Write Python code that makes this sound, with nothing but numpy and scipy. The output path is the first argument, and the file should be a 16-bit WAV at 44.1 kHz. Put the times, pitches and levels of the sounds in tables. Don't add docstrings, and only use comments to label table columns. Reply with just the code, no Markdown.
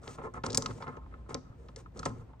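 import sys
import numpy as np
from scipy import signal
from scipy.fft import rfft, irfft
from scipy.io import wavfile
from scipy.ndimage import uniform_filter1d

SR = 44100
rng = np.random.default_rng(int(sys.argv[2]) if len(sys.argv) > 2 else 0)


def gain_from_decibels(decibels):
    exponent = np.asarray(decibels, float) / 20
    return 10 ** exponent


def int16_out(signal):
    q = np.round(np.clip(np.atleast_2d(signal).T, -1, 1) * 32767)
    wavfile.write(sys.argv[1], SR, q.astype(np.int16))


N = 105840

# [f/Hz, level/dB]
HUSH_COLOUR = [(20, -46), (42, -9.5), (80, 10.5), (460, -8.5), (1290, -20.5), (1550, -23), (5500, -40),
               (14000, -45.5)]
# [f/Hz, width/Hz, level/dB]
RUMBLE = [
    (58.2, 10, 1),
    (114, 13, -56.5),
    (14300, 900, -79),
]
# [t/s, level/dB]
HUM_SWELL = [(0.0, -60), (0.69, -49), (0.97, -61), (1.02, -48), (1.28, -52), (1.31, -61), (1.36, -47),
             (1.42, -61), (1.45, -46), (1.82, -56.5), (1.86, -48), (1.91, -58), (2.01, -47.5), (2.05, -58),
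             (2.08, -46), (2.15, -54.5), (2.25, -47), (2.4, -65.5)]
# [f/Hz, level/dB]
GRIT_COLOUR = [(1500, -6.5), (2500, -8), (4500, -11), (6500, -5.5), (9000, -10.5), (16000, -14.5)]
# [start t/s, length/s, body level/dB, centre f/Hz, grit level/dB]
SCRAPES = [(.01, 0.087, -52, 710, -61.5), (0.071, 0.083, -52, 500, -57), (0.174, 0.027, -42.5, 680, -74),
           (0.218, 0.05, -42, 820, -66), (0.333, 0.043, -39.5, 940, -65), (0.434, 0.023, -34.5, 900, -52.5),
           (0.451, 0.25, -42, 402.6, -61), (0.688, .1, -52, 303.5, -62.5), (0.796, 0.048, -41, 900, -64.5),
           (0.86, 0.034, -40, 996, -71.5), (0.9, 0.06, -51, 702, -80), (1.105, 0.045, -53, 900, -88.5),
           (1.286, 0.033, -38, 800, -58.5), (1.326, 0.047, -45.5, 438, -88.5),
           (1.56, 0.15, -66.5, 500, -76.5), (1.767, 0.036, -55.5, 500, -59), (1.937, 0.16, -47.5, 343, -65),
           (2.047, 0.019, -33, 729, -52), (2.098, 0.12, -54, 335, -73), (2.282, 0.019, -62, 900, -96)]
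# [start t/s, length/s,
# level/dB, centre f/Hz]
RUBS = [(0.011, .14, -56.5, 1300), (.185, 0.017, -43.5, 465), (0.23, 0.055, -39.5, 452),
        (0.49, 0.032, -36.5, 458), (0.57, .035, -36, 430), (.53, .03, -53.5, 120), (0.63, .06, -53.5, 115),
        (.74, 0.057, -55.5, 500), (.9, .06, -50, 1173), (1.402, 0.13, -57.5, 1230),
        (1.585, 0.015, -45.5, 515), (1.642, 0.017, -51.5, 500), (1.758, 0.012, -46, 448),
        (1.77, 0.051, -63.5, 900), (2.1, 0.011, -42, 1040), (1.96, .04, -49.5, 136.5),
        (2.06, .03, -36.5, 130), (2.1, .14, -53.5, 116), (2.187, 0.031, -61.5, 1120),
        (2.287, 0.022, -51, 830), (1.22, .05, -64, 420), (2.066, .045, -36, 270), (2.058, 0.016, -30, 640),
        (.967, 0.012, -39.5, 950), (1.0, 0.044, -53, 1100), (1.17, .04, -57.5, 1060),
        (1.255, 0.01, -52, 1150), (1.94, .06, -47.5, 460), (.24, 0.027, -42, 1050), (.012, .012, -48, 600),
        (.436, .012, -38.5, 620), (2.33, 0.011, -54, 910), (1.45, 0.09, -56.5, 120), (0.31, .05, -50.5, 93),
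        (.82, 0.022, -44, 1100), (2.4, 0.035, -54, 780)]
# [t/s, peak level/dB, centre f/Hz, contact/s]
KNOCKS = [
    (0.074, -39.5, 480, 0.004),
    (0.438, -28.5, 669, 0.0038),
    (0.545, -32, 480.6, 0.0043),
    (0.576, -28, 451, 0.004),
    (0.783, -48.5, 450, 0.0045),
    (0.969, -40.5, 486, 0.00324),
    (1.347, -31.5, 486, 0.00386),
    (1.688, -51.5, 474, 0.0042),
    (2.059, -27, 800, 0.0036),
]
# [t/s, peak level/dB, centre f/Hz, contact/s]
TAPS = [(0.185, -38.5, 1083, 0.0042), (0.215, -37, 998, 0.0043), (0.34, -40.5, 1249, 0.0037),
        (0.462, -27.5, 1042, 0.0033), (0.62, -33.5, 1057, 0.004), (0.658, -27.5, 1270, 0.0045),
        (0.709, -36.5, 1062, 0.004), (0.823, -31.5, 974, 0.004), (0.869, -35, 1370, 0.0041),
        (1.061, -48, 990, 0.0031), (1.14, -43.5, 1353, 0.0044), (1.686, -51.5, 1270, 0.0048),
        (1.859, -43.5, 1270, 0.0043), (1.994, -36.5, 1360, 0.00395), (2.029, -34, 1270, 0.0041),
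        (2.333, -48.5, 885, 0.00356), (1.762, -40, 1890, 0.0037), (1.112, -56, 1720, 0.005),
        (.547, -32, 2075, .004)]
# [f/Hz, level/dB, time to fall 60 dB/s, share in the side channel]
MODES = [(115.6, 8, 0.14, -0.18), (149.4, 3.5, 0.15, -.2), (219, -4.5, 0.081, 0.28), (256.3, 0, 0.13, 0.3),
         (370.6, -5.5, 0.042, -0.76), (457.4, -2.5, 0.052, 0.42), (554.6, -6.5, 0.056, 0.32),
         (755, -6.5, 0.017, 0.44), (900, -7, 0.04, -0.4), (1049, -6, 0.077, 0.48), (1270, -3, 0.031, 1.),
         (1374, -10, 0.046, -0.12), (1743, -14, 0.091, 0.53), (2075, -18.5, 0.018, -3.4)]
# [t/s, peak level/dB, centre f/Hz, time to fall 60 dB/s]
CLICKS = [(0.033, -48, 4170, 0.028), (0.0775, -27, 3150, 0.016), (0.3387, -42, 7200, 0.025),
          (0.4359, -32, 3100, 0.081), (0.4593, -30.5, 5470, 0.013), (0.4642, -18.5, 6150, 0.009),
          (0.4985, -34.5, 2980, 0.068), (0.5032, -24, 4470, 0.03), (0.521, -29, 5440, 0.014),
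          (0.5299, -22.5, 5280, 0.016), (0.5461, -11, 5940, 0.034), (0.573, -3, 7330, 0.027),
          (0.6221, -21, 5180, 0.023), (0.66, -16, 3600, 0.02), (0.7077, -39, 2700, 0.052),
          (0.823, -39, 3220, 0.068), (0.8792, -42, 2910, 0.024), (0.9658, -54, 5160, 0.04),
          (1.2933, -47.5, 6770, 0.076), (1.3043, -42.5, 3150, 0.028), (1.3437, -16.5, 5250, 0.015),
          (1.6851, -43, 3030, 0.036), (1.7607, -29.5, 5150, 0.024), (1.9725, -41.5, 5280, 0.043),
          (1.9922, -26, 5520, 0.025), (2.03, -35.5, 3100, 0.052), (2.054, -21, 5460, 0.043),
          (2.398, -35, 6430, 0.047)]
# [f/Hz, level/dB]
STONE_COLOUR = [(900, -49), (1500, 10), (2500, -4), (5400, 4.5), (7500, 2.5), (8800, -1.5), (13400, 2.5),
                (16500, 3)]
# [delay t/s, level/dB]
WALL_ECHOES = [
    (.0024, -14),
    (.0055, -15),
]
# [f/Hz, level/dB]
HOUSING = [(9200, -2), (10300, -24), (11500, -38), (13300, -12.5), (15800, -23.5), (16600, -74.5)]
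# [f/Hz, left lead/radians]
PORT_PHASE = [(1200, .1), (3000, 1.3), (4100, 1.), (4900, 1.35), (7400, 1.2), (8300, .6), (10000, .7),
              (13000, 1.1)]
# [f/Hz, left minus right level/dB]
PORT_LEVEL = [(60, 0), (300, 1.5), (1300, -.5), (4400, 2), (8000, 2.5), (15000, -0.5)]

SIDES = np.array([[1], [-1]])


def curve(table, hz):
    table = np.array(table, float)
    return np.interp(np.log(np.maximum(hz, 1)), np.log(table[:, 0]), table[:, 1])


def shape(x, gain):
    n = x.shape[-1]
    hz = np.arange(n // 2 + 1) * SR / n
    return irfft(rfft(x) * gain(hz), n)


def unit(x):
    return x / np.sqrt(np.mean(x ** 2))


def bell(hz, centre_hz, octaves):
    distance = np.log2(np.maximum(hz, 1) / centre_hz) / octaves
    return np.exp(-.5 * distance ** 2)


def walk(rate):
    k = int(SR / rate)
    smooth = uniform_filter1d(rng.standard_normal(N), k)
    return unit(uniform_filter1d(smooth, k))


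def spans(start, length, rise, fall):
    t = np.arange(N) / SR - start[:, None]
    after_end = np.clip(t - np.abs(length)[:, None], 0, 1)
    return np.clip(t / rise, 0, 1) * np.exp(-after_end / fall)


def slides(table, db):
    start, length = np.array(table).T[:2]
    rise_s = np.clip(0.37 * np.abs(length), .003, .03)
    return spans(start, length, rise_s[:, None], 0.014) * gain_from_decibels(db)[:, None]


def floor():
    mid, side = rng.standard_normal((2, N))
    mid = shape(mid, lambda f: gain_from_decibels(curve(HUSH_COLOUR, f)))
    side = shape(side, lambda f: gain_from_decibels(curve(HUSH_COLOUR, f)) * np.minimum(f / 500, .8))
    hush_db = -52 + walk(2.2) + walk(20)
    out = gain_from_decibels(hush_db) * (mid + side * SIDES) / mid.std()
    swell_db = np.interp(np.arange(N) / SR, *np.array(HUM_SWELL).T)
    for hz, width_hz, db in RUMBLE:
        noise = rng.standard_normal(N)
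        band = shape(noise, lambda f: np.exp(-.5 * ((f - hz) / width_hz) ** 2))
        drift_db = swell_db if hz < 80 else 2 * walk(3.3)
        out = out + gain_from_decibels(db + drift_db) * unit(band)
    return out


def room(x):
    t60_s, treble_db, low_db = 0.4, -18, -11.5
    t = np.arange(SR // 2) / SR
    tail = rng.standard_normal((2, len(t))) * gain_from_decibels(-60 * t / t60_s) * np.clip(t / 0.023, 0, 1)

    def colour(f):
        tiles = bell(f, 5300, 0.85) + gain_from_decibels(-5) * (f > 11000)
        return gain_from_decibels(treble_db) * tiles + gain_from_decibels(low_db) * bell(f, 300, 0.86)

    tail = shape(tail, colour) / np.sqrt(t60_s * SR / 14)
    return signal.fftconvolve(x[None], tail, axes=1)[:, :N]


def grit():
    grain_db = 3 * rng.standard_normal(N) + 1.5 * walk(170)
    grains = rng.standard_normal(N) * gain_from_decibels(grain_db)
    hiss = unit(shape(grains, lambda f: gain_from_decibels(curve(GRIT_COLOUR, f)) * (f > 1300)))
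    pressure = slides(SCRAPES, np.array(SCRAPES).T[4]).sum(axis=0)
    return hiss * pressure


def stick_slip():
    slips_per_s = 900
    pulses = rng.random(N) < slips_per_s / SR
    pulse_db = 3 * rng.standard_normal(N) + 1.2 * walk(60)
    return unit(pulses * gain_from_decibels(pulse_db))


def crunch(push):
    mid, side = push * rng.standard_normal((2, N)) * [[1], [.6]]
    return gain_from_decibels(-24.5) * 10 * shape(mid + side * SIDES, lambda f: bell(f, 1542, 0.74))


def body():
    when, knock_db, knock_hz, contact_s = np.array(KNOCKS + TAPS).T
    contact_s = np.clip(contact_s, .001, .03)
    strength = gain_from_decibels(knock_db + 7.5)
    is_tap = knock_hz > 800
    knock_octaves = np.where(is_tap, 0.3, 1.11)
    scrape, rub = np.array(SCRAPES).T, np.array(RUBS).T
    scraping, rubbing = slides(SCRAPES, scrape[2]), slides(RUBS, rub[2])
    slips = stick_slip()

    crunch_strength = strength * np.where(is_tap, gain_from_decibels(-8), 1)
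    push = crunch_strength @ spans(when, 0 * when, 0.00033, contact_s[:, None])
    out = crunch(push + .5 * scraping.sum(axis=0))

    chance = rng.random((len(strength), len(MODES), 2))
    for k, (hz, db, t60, side) in enumerate(MODES):
        pressure = bell(hz, scrape[3], 1.656) @ scraping + bell(hz, rub[3], 0.24) @ rubbing
        drive = pressure * slips * rng.choice([-1., 1.], N)
        sign = np.sign(chance[:, k, 0] - .5)
        blow = 10 * strength * bell(hz, knock_hz, knock_octaves) * sign
        moment = when + contact_s * chance[:, k, 1] * min(1000 / hz, 2)
        drive = drive + np.bincount((moment * SR).astype(int), blow, N)[:N]
        pole = np.exp(2j * np.pi * hz / SR - np.log(1000) / (max(t60, .01) * SR))
        drive = shape(drive, lambda f: 1 / (1 + (f / 2400) ** 6))
        drive = drive * gain_from_decibels(db) * np.sqrt(1 - abs(pole))
        ring = signal.lfilter([1], [1, -pole], drive)
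        out += ring.imag + side * SIDES * (ring.real - drive)
    return out


def clicks():
    when, db, hz, t60 = np.array(CLICKS).T
    size, lead_s, chatter_db, split_hz = 4096, .003, -12.5, 11500
    t = np.arange(size) / SR - lead_s
    fade = gain_from_decibels(-60 * np.abs(t) / np.clip(t60, .008, .2)[:, None])
    chatter = rng.standard_normal((len(when), size)) * np.clip(t / 0.002, 0, 1) ** 2 * fade
    tick = np.exp(-.5 * ((t - .001) * SR) ** 2)

    def stone(f):
        walls = 1 + sum(gain_from_decibels(g_db) * np.exp(-2j * np.pi * f * lag) for lag, g_db in WALL_ECHOES)
        return gain_from_decibels(curve(STONE_COLOUR, f)) * walls

    main = shape(tick + gain_from_decibels(chatter_db) * chatter,
                 lambda f: stone(f) * bell(f, hz[:, None], 0.62) * (f < split_hz))
    air = shape(tick + gain_from_decibels(chatter_db - 9) * chatter, lambda f: stone(f) * (f > split_hz))
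    waves = main + gain_from_decibels(4.5 + 0.9 * db[:, None]) * air
    out = np.zeros(N + size)
    for start, peak_db, wave in zip(when, db, waves):
        i = int((start - lead_s) * SR)
        out[i:i + size] += wave * gain_from_decibels(peak_db + 0.5) / np.abs(wave).max()
    return out[:N]


def scene():
    near = clicks() + grit() + body()
    return near + room(near[0]) + floor()


def top_cut(x):
    return signal.sosfilt(signal.butter(12, 16800, fs=SR, output="sos"), x)


def record(dry):
    half = np.array([[.5], [-.5]])

    def response(f):
        level = gain_from_decibels(curve(HOUSING, f) + half * curve(PORT_LEVEL, f))
        return level * np.exp(1j * half * curve(PORT_PHASE, f))

    ports = shape(np.pad(dry, ((0, 0), (0, 2160))), response)
    return top_cut(ports[:, :N])


dry = scene()
out = record(dry)
int16_out(out)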